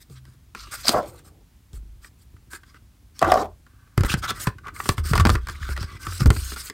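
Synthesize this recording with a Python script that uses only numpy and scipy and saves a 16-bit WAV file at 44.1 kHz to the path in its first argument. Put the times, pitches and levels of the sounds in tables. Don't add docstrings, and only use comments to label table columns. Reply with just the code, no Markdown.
import sys
import numpy as np
from scipy import signal
from scipy.fft import rfft, irfft, next_fast_len
from scipy.io import wavfile
from scipy.ndimage import uniform_filter1d

SR = 44100
rng = np.random.default_rng(int(sys.argv[2]) if len(sys.argv) > 2 else 0)


def nominal_scale(level):
    x = np.asarray(level, float) / 20
    return 10 ** x


def bounce(signal):
    frames = np.transpose(np.atleast_2d(signal))
    limited = np.clip(frames, -1, 1)
    pcm = np.round(limited * 32767).astype(np.int16)
    wavfile.write(sys.argv[1], SR, pcm)


N = 296790

# pitch in Hz, width in Hz, level in dB.
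CAVITY = [(1170, 170, 2), (1390, 187, 5), (1533, 350, 1.5), (2040, 190, 0.5), (2340, 700, -8.5)]


def evened(x):
    return x / np.sqrt(np.mean(x ** 2) + 1e-20)


def add(mix, s, sound):
    part = mix[round(s * SR):][:len(sound)]
    part += sound[:len(part)]


def coloured(x, points):
    hz, db = np.transpose(points)
    size = next_fast_len(len(x))
    f = np.fft.rfftfreq(size, 1 / SR)
    gain = nominal_scale(np.interp(np.log(f + 1), np.log(hz + 1), db))
    return evened(irfft(rfft(x, size) * gain, size)[:len(x)])


def ring(x, modes):
    out = np.zeros(len(x))
    for k, (hz, width, db) in enumerate(modes):
        sign = (-1) ** k
        out += sign * nominal_scale(db) * signal.lfilter(*signal.iirpeak(hz, hz / width, SR), x)
    return out


def resonate(x, hz, width):
    turn = np.exp(2j * np.pi * np.cumsum(hz) / SR)
    r = np.exp(-np.pi * width / SR)
    return 2 * (turn * signal.lfilter([1 - r], [1, -r], x / turn)).real


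def track(tables, column):
    rows = np.concatenate(tables)
    return np.interp(np.arange(N) / SR, rows[:, 0], rows[:, column])


def level(tables, column):
    t = np.arange(N) / SR
    touching = sum((t >= rows[0][0]) & (t < rows[-1][0]) for rows in tables) > 0
    return uniform_filter1d(touching * nominal_scale(track(tables, column)), size=150)


def slips(per_s, spread_db, smooth, lump_db, lump_s):
    size = nominal_scale(spread_db * np.minimum(rng.exponential(1, N), 4)) * (rng.random(N) < per_s / SR)
    drive = evened(size * rng.standard_normal(N)) + smooth * rng.standard_normal(N)
    span = max(int(lump_s * SR), 2)
    lumps = evened(uniform_filter1d(uniform_filter1d(rng.standard_normal(N), span), span))
    return evened(drive * nominal_scale(lump_db * lumps))


def banded(x, dice, depth_db, width):
    bands = evened(uniform_filter1d(uniform_filter1d(dice, width), width))
    size = next_fast_len(len(x) // 2) * 2
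    place = np.linspace(0, len(dice) - 1, size // 2 + 1)
    gain = nominal_scale(depth_db * np.interp(place, np.arange(len(dice)), bands))
    return evened(irfft(rfft(x, size) * gain, size)[:len(x)])


def patchy(x, depth_db, dice):
    z = signal.stft(x, nperseg=256)[2]
    across_hz = uniform_filter1d(dice[:z.shape[1]].T, size=4, axis=0)
    patches = evened(uniform_filter1d(across_hz, size=7, axis=1))
    return signal.istft(z * nominal_scale(depth_db * patches), nperseg=256)[1][:N]


def rubbing():
    # frequency in Hz, level in dB per Hz.
    fizz_colour = [(900, -21), (2000, -6.5), (2800, -6.5), (5000, -5), (6500, -12), (9000, -23),
                   (16000, -35.5)]
    hiss_colour = [(4000, -18), (6300, -8), (7600, -2), (8400, 1), (9500, -4.5), (11000, -9.5),
                   (13500, -5.5), (16000, -13.5)]
    # start in seconds, length in seconds, pressure in dB, ring of the box in dB.
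    strokes = [(0.1, .043, -64, -61.5), (1.065, 0.035, -55, -55), (1.112, 0.084, -65, -56.5),
               (1.243, 0.047, -63.5, -56), (1.733, 0.043, -60.5, -60.5), (2.185, 0.05, -70, -75.5),
               (2.507, 0.059, -51, -41), (4.052, 0.017, -41.5, -30.5), (4.399, 0.042, -41, -49),
               (4.449, .045, -52, -34), (4.742, 0.055, -54, -40.5), (4.791, 0.038, -51, -54),
               (4.836, 0.07, -45.5, -41), (4.878, 0.055, -49.5, -53), (6.269, 0.0076, -44, -48),
               (6.313, 0.099, -46.5, -58), (6.629, 0.06, -46.5, -47.5)]
    slides = [(0.0, 0.021, -54.5, -73), (0.234, .11, -70, -64), (0.716, 0.041, -39, -37),
              (0.769, 0.056, -46.5, -46), (0.867, 0.055, -35, -37.5), (0.918, 0.07, -46, -31),
              (2.022, 0.053, -56.5, -54.5), (3.657, .31, -85.5, -62.5), (3.977, 0.025, -53, -38),
              (4.175, .023, -46.5, -47), (4.345, 0.06, -49, -39.5), (4.974, 0.028, -48.5, -42),
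              (5.04, 0.074, -39.5, -38), (5.108, .11, -47.5, -34.5), (5.265, 0.08, -44, -59),
              (5.342, 0.042, -59, -39), (5.485, 0.042, -50, -44), (5.686, 0.049, -46, -38),
              (5.997, 0.11, -48, -40.5), (6.106, 0.077, -41, -49), (6.198, 0.04, -45, -39),
              (6.405, 0.14, -42, -45.5), (6.563, 0.056, -41, -43.5)]
    scrapes = [(0.15, 0.038, -58, -58, 3430), (0.554, 0.088, -45.5, -44, 4450),
               (0.645, 0.061, -53, -49.5, 3100), (0.838, 0.066, -34.5, -42, 4540),
               (2.656, 0.065, -61.5, -60, 4800), (2.742, 0.032, -62.5, -52.5, 2710),
               (3.149, 0.064, -55, -61.5, 5340), (3.211, .098, -45.5, -27, 2756),
               (3.28, 0.14, -42, -50, 5570), (4.086, 0.04, -29.5, -27.5, 3320),
               (4.226, 0.031, -34.5, -28, 3370), (4.281, .03, -30, -30, 3470),
               (4.639, 0.057, -60, -36.5, 2780), (5.411, 0.054, -59, -57, 3300),
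               (5.533, 0.058, -52.5, -46.5, 3400), (5.603, 0.075, -45.5, -38, 3300),
               (5.759, 0.033, -49.5, -39, 3962), (5.799, .047, -42.5, -40.5, 4940),
               (5.862, .11, -51.5, -43.5, 2280), (5.158, 0.0087, -30.5, -38, 4730),
               (5.204, .006, -26.5, -36, 3400), (6.199, 0.0099, -38.5, -34, 4800),
               (4.118, 0.022, -34.5, -39, 4130), (1.181, .025, -62.5, -61, 3480),
               (0.995, 0.043, -54.5, -55, 3400)]
    # resonance of the card in Hz, hiss over fizz in dB
    rubs = [(*row, 4430, 6.5) for row in strokes]
    rubs += [(*row, 4920, 1.5) for row in slides]
    rubs += [(*row, -8) for row in scrapes]

    card, fibres, air = (slips(2500, 2.6, 1.3, 1.6, .008) for _ in range(3))
    fizz = coloured(card, fizz_colour)
    hiss = coloured(0.32 * card + fibres, hiss_colour)
    cavity = ring(ring(.5 * card + air, CAVITY), [(1330, 520, 0.002)])
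    cavity += nominal_scale(-20) * ring(air, [(626.0, 120, 0.0035)])

    out = np.zeros(N)
    dice = rng.standard_normal((len(rubs), 3, 440))
    for (s, length, fizz_db, cavity_db, hz, over_db), (a, b, c) in zip(rubs, dice):
        start = max(s - .008, 0)
        hiss_db = fizz_db + over_db
        first = round(start * SR)
        part = slice(first, first + 2 * round((length + 0.055) * SR / 2))
        n = len(out[part]) // 2 * 2
        t = np.arange(n) / SR
        swell = np.sin(np.pi / 2 * np.clip(t / (0.012 + 0.4 * length), 0, 1))
        fade = nominal_scale(-60 * np.maximum(t - length - .006, 0) / min(.06, 0.024 + length))
        edge = ring(card[part][:n], [(hz, 550, 0)])
        bright = fizz[part][:n] + nominal_scale(9.8 - 0.5 * max(over_db, 0)) * edge
        sound = nominal_scale(fizz_db - 0.5) * banded(bright, a, 2.0, width=6)
        sound += nominal_scale(hiss_db - 1.5) * banded(hiss[part][:n], b, 2.0, width=7)
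        sound += nominal_scale(cavity_db - 4.0) * banded(cavity[part][:n], c, 3.5, width=2)
        add(out, start, swell * fade * sound)
    return patchy(out, 2.2, rng.standard_normal((N // 128 + 4, 129)))


def dragging():
    # time in seconds, drag in dB, pitch factor of the hollow.
    drags = [
        [(.845, -44.5, .9), (.93, -26.5, 1.08), (.95, -18, 0.85), (.995, -22, .97), (1.03, -41, .82),
         (1.075, -43, .72), (1.24, -56, .58), (1.4, -55, .56), (1.46, -71, .56)],
        [(3.216, -22.5, 1.01), (3.26, -23.5, .98), (3.34, -22.5, 1.01), (3.39, -21.5, .96), (3.43, -23.5, .95),
         (3.437, -32, .9), (3.465, -37.5, 0.81), (3.51, -53.5, .85), (3.62, -82.5, .8)],
    ]
    # pitch in Hz, width in Hz, level in dB.
    lid = [(288.4, 93, -4.5), (440, 360, -5.5), (539.5, 110, -0.5), (650, 80, -2.5), (723, 74, 7),
           (755, 71, 5.5), (1087, 200, -5), (1160, 120, -3.5), (1410, 180, -14), (1920, 32, -22.5)]
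    # start in seconds, peak in dB, pitch in Hz.
    jolts = [(0.852, -18, 676), (0.892, -19, 740), (0.944, -2.5, 727), (0.97, -2, 640), (0.981, -9, 703),
             (0.934, -12, 900), (0.957, -16, 700), (0.988, -8, 650), (0.996, -14, 640), (1.008, -16, 600),
             (3.239, -10, 716), (3.266, -11, 665), (3.286, -5.5, 770), (3.297, -10, 705), (3.308, -10, 715),
             (3.402, -10, 708), (3.414, -11.5, 687), (3.424, -12, 696), (3.216, -8, 622), (3.224, 3, 691),
             (3.248, -10.5, 686), (3.319, 5.5, 704), (3.3405, 2, 690), (3.357, 0, 660), (3.373, -6, 695)]

    drive = slips(800, 1.8, .9, .9, .005)
    factor = np.clip(track(drags, column=2), .5, 1.5)
    hollow = np.zeros(N)
    for k, (hz, width, db) in enumerate(lid):
        hollow += (-1) ** k * nominal_scale(db) * resonate(drive, hz * factor, width)
    out = evened(hollow) * level(drags, column=1) * nominal_scale(-2.5)

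    t = np.arange(1200) / SR
    for s, db, hz in jolts:
        tones = np.sin(2 * np.pi * hz * t) + 0.4 * np.sin(2 * np.pi * 1.65 * hz * t)
        add(out, s, nominal_scale(db + 1.0 - 60 * t / 0.021) * (1 - np.exp(-t / 0.0024)) * tones)
    return out


def snaps():
    # pitch in Hz, width in Hz, level in dB.
    crack_modes = [(3173, 220, 5), (4262, 1400, 4.5), (4900, 700, 9), (7974, 990, -2), (12700, 3700, -17)]
    # start in seconds, crack in dB, knock in dB, knock pitch in Hz.
    ticks = [(2.045, -44.5, -39, 1880), (2.3655, -57, -53.5, 1410), (2.6332, -50.5, -44.5, 1550),
             (3.3188, -14, -21, 1120), (4.584, -45, -40.5, 1530), (4.6818, -59, -32.5, 1160),
             (4.763, -34, -37, 2120), (4.8014, -42, -24, 1170), (5.1545, -18, -27, 1120),
             (5.178, -13.5, -18, 1410), (5.2933, -19, -17, 1200), (5.4708, -29, -35, 1480),
             (5.4861, -23.5, -27.5, 1470), (5.765, -32, -33, 1940), (6.122, -37, -33.5, 1310)]
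    knocks = [(0.2527, -42.5, -54.5, 1900), (0.671, -46, -45, 1200), (2.533, -28.5, -35.5, 1630),
              (2.7437, -50, -46.5, 1480), (3.1925, -20, -46, 1990), (3.2251, -35, -16.5, 1170),
              (3.3407, -18.5, -30, 1050), (3.6648, -54, -49, 1430), (3.8739, -62, -57, 1390),
              (4.0082, -20.5, -30.5, 1430), (4.0471, -31, -25.5, 1090), (4.1402, -15.5, -18.5, 1550),
              (4.306, -16, -23.5, 1390), (4.4706, -16.5, -18.5, 1023), (4.669, -53, -34.5, 1170),
              (4.8566, -33, -28, 1170), (4.8906, -5.5, -13.5, 1127), (4.9803, -24.5, -27, 1344),
              (5.134, -22, -17, 1350), (5.198, -18, -21, 1150), (5.26, -20, -22, 880),
              (5.2698, -19, -20, 1070), (5.3524, -24, -22, 1390), (5.4973, -26.5, -34, 1380),
              (5.8284, -26, -31.5, 1580), (6.0677, -30, -27, 1307), (6.2067, -23, -26, 1210),
              (6.3637, -37, -29.5, 1330), (6.6989, -20.5, -30.5, 2080)]
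    # start in seconds, crack in dB, knock in dB, body in dB.
    blows = [(0.0985, -45, -69, -46.5), (0.5491, -31, -30.5, -43.5), (0.8814, -9, -46, -47),
             (0.8841, -5, -30, -27.5), (0.8922, -2, -26, -24.5), (1.059, -40, -60, -39),
             (1.7321, -39.5, -64, -46.5), (3.2164, -23, -30, -28), (3.977, -15.5, -21.5, -22.5),
             (4.035, -22, -24.5, -22.5), (5.2526, -14, -19.5, -13), (5.3009, -12.5, -20.5, -22),
             (5.69, -43, -37.5, -36), (5.776, -31, -32, -35.5), (6.2178, -27, -31, -39),
             (6.259, -17, -24, -18.5), (6.304, -13, -19.5, -22.5), (6.5196, -46, -32.5, -37),
             (6.562, -29, -40, -42.5)]
    wall_modes = [(216.0, 70, -0.7), (329.6, 65, 0.94), (425, 70, -0.88)]  # Hz, width Hz, dB
    blow_hz = 1380
    hits = [(*row, row[2] - 19.5) for row in ticks]
    hits += [(*row, row[2] - 8) for row in knocks]
    hits += [(*row[:3], blow_hz, row[3]) for row in blows]

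    out = np.zeros(N)
    t = np.arange(2600) / SR
    noise = rng.standard_normal((len(hits), 3, len(t)))
    for (s, crack_db, knock_db, hz, body_db), (a, b, c) in zip(hits, noise):
        crack_fade = 0.97 * nominal_scale(-60 * t / 0.0014) + 0.86 * nominal_scale(-60 * t / 0.0099) + nominal_scale(-18.5 - 60 * t / 0.042)
        crack = evened(ring(a, crack_modes)) * crack_fade
        crack += nominal_scale(7.5) * (t == 0)
        rattle = 0.86 * evened(ring(b, CAVITY)) * nominal_scale(-60 * t / 0.028)
        knock = np.sin(2 * np.pi * hz * t) * nominal_scale(-60 * t / 0.024) + rattle
        knock *= 1 - np.exp(-t / 0.00047)
        wall = evened(ring(ring(c, wall_modes), [(317, 2000, 0)]))
        body = np.sin(2 * np.pi * 300 * t) * nominal_scale(-60 * t / 0.016) + 0.67 * wall * nominal_scale(-60 * t / 0.068)
        body *= 1 - np.exp(-t / 0.001)
        add(out, s, nominal_scale(crack_db - 4.0) * crack + nominal_scale(knock_db + 5) * knock + nominal_scale(body_db + 7.0) * body)
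    return out


def slaps():
    # start in seconds, peak in dB, direction of the push (plus or minus, about 1).
    slap_rows = [(0.8921, -2, 0.78), (3.9782, -11, 0.97), (4.035, -15, -0.89), (4.0495, -14, 1),
                 (4.1405, -12.5, -0.68), (4.8912, -3, 0.97), (5.1342, -14.5, -0.89), (5.178, -12, -1),
                 (5.2527, 0, 1), (5.26, -7, 1), (5.2696, -6, 1), (5.2938, -5.5, -0.97), (5.301, -7, 1),
                 (5.4705, -30, 0.78), (5.4863, -26, 0.83), (5.6905, -20.5, -1.05), (5.777, -20, -1.1),
                 (5.831, -25, -0.83), (6.2066, -17, -0.91), (6.304, -5, 0.77)]
    rise_s = .00012
    out = np.zeros(N)
    u = np.arange(200) / SR / rise_s
    for s, db, direction in slap_rows:
        add(out, s, direction * nominal_scale(db) * u * (np.exp(1 - u) - 0.24 * np.exp(-u / 3)))
    return out


def squeaks():
    # start in seconds, length in seconds, peak in dB, pitch in Hz.
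    squeak_rows = [(0.852, .01, -27, 4690), (0.867, 0.01, -24, 4480), (0.879, .008, -10, 4760),
                   (0.881, .009, -23, 3490), (0.87, .018, -28, 1380), (1.016, 0.057, -32, 569.4),
                   (3.242, 0.011, -17, 1153), (3.272, 0.02, -20, 332), (3.317, 0.013, -21, 1840),
                   (3.299, 0.013, -33, 3500), (3.372, 0.013, -17.5, 1169), (3.415, .025, -24, 431),
                   (3.439, 0.029, -31.5, 699), (4.096, .012, -24.5, 2600), (4.222, 0.052, -25, 1330),
                   (4.278, 0.048, -25.5, 1317), (4.645, 0.057, -38, 1200), (0.715, .045, -36, 1498),
                   (5.153, .012, -16, 1100), (5.197, 0.016, -15, 1152), (5.2, 0.009, -25, 1990),
                   (5.354, 0.0068, -25.5, 2000), (5.339, 0.029, -29, 1200), (5.487, 0.01, -28.5, 1465),
                   (5.548, .018, -43, 2160), (5.626, 0.01, -29.5, 1790), (5.763, 0.0084, -34, 1980),
                   (5.805, 0.013, -40, 5020), (6.2, 0.011, -32, 4900), (6.559, .02, -35.5, 1423),
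                   (6.6, 0.016, -34.5, 4970)]
    wobble, flutter_db = .1, 4
    out = np.zeros(N)
    dice = rng.standard_normal((len(squeak_rows), 2, 4000))
    for (s, length, db, hz), (a, b) in zip(squeak_rows, dice):
        u = np.arange(0, 1, 1 / (length * SR))
        drift, flutter = (evened(uniform_filter1d(v, size=40))[:len(u)] for v in (a, b))
        tone = np.sin(2 * np.pi * hz * np.cumsum(1 + wobble * drift) / SR)
        add(out, s, nominal_scale(db + flutter_db * flutter) * np.sin(np.pi * u ** .9) * tone)
    return out


def thumps():
    # start in seconds, peak in dB, pitch in Hz.
    caught = [(3.328, -26, 49.2), (3.978, -3, 105), (4.007, -4.5, 86.5), (4.047, -9.5, 45.5),
              (4.14, -9.5, 135), (4.472, -8.5, 122), (4.893, -8, 94), (5.113, -6, 105.5), (5.162, -18, 72),
              (5.179, -11, 96.9), (5.348, -9, 71), (5.811, -17.5, 92), (5.83, -26, 60), (6.218, -5, 114),
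              (5.224, -15.5, 70), (5.305, -13, 70), (5.326, -13.5, 80), (6.265, -4.5, 62), (6.282, -10, 55),
              (6.303, -2, 93), (5.26, -9.5, 131), (5.715, -24, 75), (5.95, -30.5, 80), (5.841, -17, 57.7)]
    free = [(.099, -40, 161), (0.55, -43, 66), (1.735, -30, 64), (3.229, -27, 107), (4.981, -18, 94),
            (5.134, -13.5, 88), (5.197, -10.5, 109), (5.255, -19, 105.6), (5.296, -13, 75.5),
            (5.493, -31, 92), (5.613, -26, 80.5), (5.69, -25, 82), (6.07, -27, 111.5), (6.203, -19, 116),
            (6.257, -2, 80), (6.365, -23, 80)]
    rows = [(*row, 0.072) for row in caught]
    rows += [(*row, 0.13 - 0.03 * row[1]) for row in free]
    out = np.zeros(N)
    t = np.arange(SR // 3) / SR
    for s, db, hz, t60 in rows:
        turns = hz * (0.797 * t + 0.0057 * (1 - np.exp(-t / 0.0089)))
        swing = np.sin(2 * np.pi * turns) + 0.45 * np.sin(1.1 * np.pi * turns)
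        add(out, s, nominal_scale(db - 60 * t / t60) * (1 - np.exp(-t / 0.0019)) * swing)
    return out


def shaking():
    # pitch in Hz, width in Hz, level in dB.
    panels = [(42.4, 9.9, -2), (60, 38.1, -1), (95.5, 55.6, 0), (134, 69.7, -6), (230.6, 93, -17.5),
              (347, 120, -21)]
    # time in seconds, level in dB.
    shakes = [
        [(0.0, -56), (1.05, -43), (1.68, -63.5), (1.72, -49.5), (3.17, -54), (3.968, -55), (3.98, -27),
         (4.19, -33.5), (4.65, -44), (5.1, -38), (5.115, -27.5), (5.36, -27), (5.4, -43.5), (6.19, -40.5),
         (6.22, -25), (6.33, -26), (6.44, -44), (6.73, -49)],
    ]
    drive = slips(49, 2.6, 0.95, 1.5, 0.026)
    return evened(ring(drive, panels)) * level(shakes, column=1) * nominal_scale(-3)


def room(x):
    t = np.arange(SR // 3) / SR
    dull = signal.lfilter([1], [1, -.6], rng.standard_normal(len(t)))
    tail = dull * nominal_scale(-60 * t / 0.18) * (t > .004)
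    return signal.oaconvolve(x, tail / np.linalg.norm(tail))[:N]


def room_hum():
    # frequency in Hz, level in dB per Hz.
    hum_colour = [(12, -71), (43, -7), (65, -6.5), (154, -21.5), (270, -26), (400, -41), (900, -39),
                  (16000, -47.5)]
    return nominal_scale(-54) * coloured(rng.standard_normal(N), hum_colour)


def amplifier_noise():
    # frequency in Hz, level in dB per Hz.
    noise_colour = [(18, -38), (30, -6.5), (500, -4), (5170, -23.5), (16000, -16.5)]
    return nominal_scale(-74.5) * coloured(rng.standard_normal(N), noise_colour)


def scene():
    near = rubbing() + dragging() + snaps() + slaps() + squeaks()
    hum = room_hum()
    mono = near + nominal_scale(-18.0) * room(near) + thumps() + shaking() + hum
    trace = amplifier_noise()
    return np.array([mono + trace, mono - trace])


def top_cut(x):
    return signal.sosfilt(signal.butter(12, 16800, fs=SR, output="sos"), x)


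def record(dry):
    treble_cut = signal.firwin(255, 15900, fs=SR)
    x = signal.oaconvolve(np.clip(dry, -1, 1), treble_cut[None], "same")
    x = signal.lfilter(*signal.butter(2, 32, "high", fs=SR), x)
    return top_cut(x)


dry = scene()
out = record(dry)
bounce(out)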